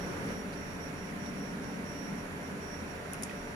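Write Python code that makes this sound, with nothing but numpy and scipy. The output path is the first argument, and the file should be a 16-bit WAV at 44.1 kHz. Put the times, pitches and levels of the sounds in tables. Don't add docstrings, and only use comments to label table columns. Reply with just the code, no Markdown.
import sys
import numpy as np
from scipy import signal
from scipy.fft import rfft, irfft, next_fast_len
from scipy.io import wavfile

SR = 44100
rng = np.random.default_rng(int(sys.argv[2]) if len(sys.argv) > 2 else 0)


def bounce(signal):
    frames = np.transpose(np.atleast_2d(signal))
    limited = np.clip(frames, -1, 1)
    pcm = np.round(limited * 32767).astype(np.int16)
    wavfile.write(sys.argv[1], SR, pcm)


N = 156555
T = np.arange(N) / SR


# f/Hz, level/dB, left minus right/dB
HUM_TONES = [(78.8, -59, 0), (86.4, -59.5, -7.5), (132.4, -62.5, 5), (187.3, -52.5, 4), (199.3, -53, 3.5),
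             (235.5, -57, -3), (269, -55, -6), (293.7, -53.5, 0), (402, -54.5, 0.5), (447.4, -57, 6.5),
             (588, -59.5, 3), (704.6, -61.5, 6)]

def hum(wander_hz=0.834, flutter_db=2.0, swell_share=0.48):
    swell_db = swell_share * in_time(RUMBLE_GAIN)[0]
    out = 0
    for hz, db, pan_db in HUM_TONES:
        gain = from_db(db + swell_db * (140 < hz < 340) + flutter_db * drift(2.8))
        out += panned(pan_db) * gain * tone(hz + wander_hz * drift(2.86))
    return out


# t/s, level/dB before right_trim_db
WHINE_RIGHT_LEVEL = [(0, -55), (.13, -60), (.25, -65), (.29, -56), (.41, -60), (.46, -70), (.53, -66),
                     (.57, -60), (.76, -60), (.79, -69), (.82, -57), (.87, -56), (.93, -72), (.97, -62),
                     (1.1, -61), (1.16, -78), (1.21, -57), (1.28, -56), (1.33, -66), (1.38, -59),
                     (1.48, -55.5), (1.6, -75), (1.65, -58), (1.72, -62), (1.81, -76), (1.87, -58),
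                     (2.1, -56.5), (2.14, -64), (2.19, -57), (2.3, -75), (2.45, -61), (2.58, -76),
                     (2.63, -59), (2.75, -55.7), (2.85, -69), (2.91, -63), (3.05, -78), (3.13, -62),
                     (3.26, -72), (3.4, -63), (3.55, -68)]
# t/s, level/dB
WHINE_OCTAVE_LEVEL = [(0, -66), (.14, -70), (.35, -64), (.52, -77), (.85, -65), (.92, -80), (1.08, -66),
                      (1.16, -76), (1.68, -75), (1.95, -69.5), (2.45, -68.5), (2.65, -75), (3.55, -73)]

def whine(pitch_hz=5640, wander_hz=4, jitter_hz=2.5, right_trim_db=2.3, flutter_db=1.8):
    right_db = in_time(WHINE_RIGHT_LEVEL)[0] + right_trim_db
    left_db = -68 + 3 * drift(7.2)
    hz = pitch_hz + wander_hz * drift(3) + jitter_hz * drift(19)
    gain = from_db(np.array([left_db, right_db]) + flutter_db * drift(29))
    fundamental = tone(hz)
    side_tone = from_db(-17) * tone(.961 * hz + wander_hz * drift(15))
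    octave = from_db(in_time(WHINE_OCTAVE_LEVEL)[0]) * tone(2 * hz)
    return gain * (fundamental + side_tone) + octave


# t/s, level/dB, decay/s, centre f/Hz, left minus right/dB
FISH_SNAPS = [(3.1338, -34, .0011, 10800, 2), (3.1425, -46, .002, 9000, 0), (3.2237, -34, .0011, 9500, 2),
              (3.2319, -36.5, .0015, 8000, 2), (3.2342, -32, .0022, 8400, 2), (3.243, -52, .02, 8000, 0),
              (3.294, -46, .004, 2400, 2), (3.308, -49.5, .016, 2000, 0)]

def snaps(attack_s=.0007):
    return sum(panned(pan_db) * from_db(db) * band_noise(hz, q=2.3) * envelope(t, attack_s, decay_s)
               for t, db, decay_s, hz, pan_db in FISH_SNAPS)


# t/s, f/Hz, level/dB, decay/s
BUBBLE_RINGS = [(3.1412, 2670, -44, 0.0015), (3.2325, 5350, -42, 0.003), (3.2335, 9600, -40, .0016),
                (3.235, 7150, -41, .0028), (3.2945, 2450, -41, .003), (3.3097, 1860, -43.5, 0.0063)]

def bubbles(attack_s=.0005, rise_per_s=6):
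    out = 0
    for t, hz, db, decay_s in BUBBLE_RINGS:
        rise = 1 + rise_per_s * np.clip(T - t, 0, 10 * decay_s)
        out += from_db(db) * envelope(t, attack_s, decay_s) * tone(hz * rise)
    return out


# f/Hz, density/dB at unity gain
AIR_SPECTRUM = [(30, -72), (52, -77), (66, -72), (105, -74), (150, -67.5), (200, -68), (300, -76.5),
                (360, -72), (560, -73), (680, -78), (820, -79.5), (930, -78.5), (1170, -82), (1450, -78),
                (2100, -81), (2600, -85.5), (3200, -93), (4300, -96), (7000, -97.5), (12500, -101),
                (15500, -108)]
# t/s, gain/dB
AIR_GAIN = [(0, 2.5), (.32, 3), (.38, 0.58), (3.05, 0.6), (3.3, 1), (3.55, 0.5)]

def air():
    return from_db(in_time(AIR_GAIN)[0]) * room_noise(AIR_SPECTRUM)


# f/Hz, density/dB at unity gain
RUMBLE_SPECTRUM = [(90, -105), (140, -70.5), (180, -58.5), (235, -64), (280, -62), (340, -83.5),
                   (600, -100)]
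# t/s, gain/dB
RUMBLE_GAIN = [(0, -3.5), (.3, 0), (.42, -2), (1.0, -2.5), (1.3, 0.5), (1.78, 2), (1.88, -3), (2.12, 2.5),
               (2.29, -4.5), (2.44, -2.5), (2.5, 1.5), (2.58, 1), (2.65, -10.5), (2.84, -2.5), (3.02, -13),
               (3.2, -2.5), (3.55, -8.5)]

def rumble():
    return from_db(in_time(RUMBLE_GAIN)[0]) * room_noise(RUMBLE_SPECTRUM)


# f/Hz, density/dB
RUSH_SPECTRUM = [(60, -81), (120, -62), (220, -73.5), (350, -65.5), (520, -71), (750, -87), (1500, -79.5),
                 (3000, -100)]

def rush(end_s=0.351, fade_s=.03):
    return np.clip((end_s - T) / fade_s, 0, 1) * room_noise(RUSH_SPECTRUM)


# t/s, level/dB, decay/s
SOFT_TICKS = [(.286, -54, .006), (.528, -52, .015), (1.262, -47.5, .002), (1.642, -50.5, .002)]

def ticks(centre_hz=4500, attack_s=.001):
    return sum(from_db(db) * band_noise(centre_hz, q=3) * envelope(t, attack_s, decay_s)
               for t, db, decay_s in SOFT_TICKS)


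def fizz(pops_per_s=50, spread_db=2.6, centre_hz=10500, decay_s=.0011):
    onsets = rng.random(N) < pops_per_s / SR
    pop_db = -60 + spread_db * np.minimum(rng.exponential(1, N), 4)
    pole = np.exp(-1 / (decay_s * SR))
    decays = signal.lfilter([1], [1, -pole], onsets * from_db(pop_db) + 1e-18)
    return decays * band_noise(centre_hz, q=1)


def room(x, t60_s=0.24):
    t = T[:SR // 2]
    tail = rng.standard_normal((2, len(t))) * from_db(-60 * t / t60_s)
    tail /= np.linalg.norm(tail[0])
    return signal.fftconvolve(x, tail, axes=1)[:, :N]


# f/Hz, left-right correlation
FIELD_CORRELATION = [(40, .97), (190, .93), (350, .7), (700, .3), (1300, -.15), (2600, -.25), (5000, 0)]

def room_noise(spectrum):
    size = next_fast_len(N)
    hz = np.arange(size // 2 + 1) * SR / size
    alike, = at_hz(FIELD_CORRELATION, hz)
    mid, side = rfft(rng.standard_normal((2, size)))
    pair = np.sqrt((1 + alike) / 2) * mid + np.sqrt((1 - alike) / 2) * side * [[1], [-1]]
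    density = from_db(at_hz(spectrum, hz)[0])
    top_hz = spectrum[-1][0]
    roll_off = 1 / (1 + (hz / (2 * top_hz)) ** 4)
    return irfft(pair * density * roll_off, size)[:, :N] * np.sqrt(SR / 2)


def band_noise(hz, q, top_hz=12000):
    b, a = signal.iirpeak(hz, q, fs=SR)
    band = signal.lfilter(b, a, rng.standard_normal((2, N)))
    noise = signal.sosfilt(signal.butter(2, top_hz, fs=SR, output="sos"), band)
    return noise / noise.std()


def tone(hz):
    return np.sqrt(2) * np.sin(2 * np.pi * (np.cumsum(hz) / SR + rng.random()))


def envelope(start_s, attack_s, decay_s):
    age_s = np.maximum(T - start_s, 0)
    shape = (1 - np.exp(-age_s / attack_s)) * np.exp(-np.minimum(age_s / decay_s, 100))
    return shape / shape.max()


def drift(corner_hz):
    hz = np.arange(N + 1) * SR / (2 * N)
    slow = irfft(rfft(rng.standard_normal(2 * N)) / (1 + (hz / corner_hz) ** 2))
    return slow[:N] / slow.std()


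def from_db(db):
    return 10 ** (np.asarray(db) / 20)


def panned(db):
    return from_db(np.array([[db], [-db]]) / 2)


def in_time(rows):
    t, *columns = np.transpose(rows)
    return [np.interp(T, t, c) for c in columns]


def at_hz(rows, hz):
    f, *columns = np.transpose(rows)
    return [np.interp(np.log(hz + 1e-9), np.log(f), c) for c in columns]


def scene(room_db=-10.5):
    near = snaps() + bubbles() + ticks() + fizz()
    bed = hum() + whine() + rush() + air() + rumble()
    return bed + near + from_db(room_db) * room(near)


# f/Hz, left gain/dB, right gain/dB
PORT_RESPONSE = [(30, -0.1, 0.5), (204, -2.5, -3), (730, -0.5, 0), (950, 0, 3), (1340, 0.5, 1.5),
                 (2080, -3.5, 3), (5060, -4, 3), (5730, -5, 3.5), (7100, -43, 5), (7300, -14, 3),
                 (8180, -0.5, -14), (8920, 1, -6), (9650, 9.5, -22), (10940, 0.5, -33), (11840, -0.5, -12),
                 (12700, 1, -4), (14000, -7, -3), (15500, -3, 1)]

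def record(dry, low_cut_hz=26, high_cut_hz=15550):
    size = 2 * next_fast_len(N)
    hz = np.arange(size // 2 + 1) * SR / size
    cepstrum = irfft(np.log(from_db(at_hz(PORT_RESPONSE, hz))))
    lag = np.arange(size)
    causal_fold = 1 + np.sign(size // 2 - lag) - (lag == 0)
    colour = np.exp(rfft(cepstrum * causal_fold))
    low_pass = 1 / np.sqrt(1 + (hz / high_cut_hz) ** 300)
    high_pass = signal.butter(6, low_cut_hz, "high", fs=SR, output="sos")
    spectrum = rfft(signal.sosfilt(high_pass, dry), size)
    return irfft(spectrum * colour * low_pass)[:, :N]


dry = scene()
out = record(dry)
bounce(out)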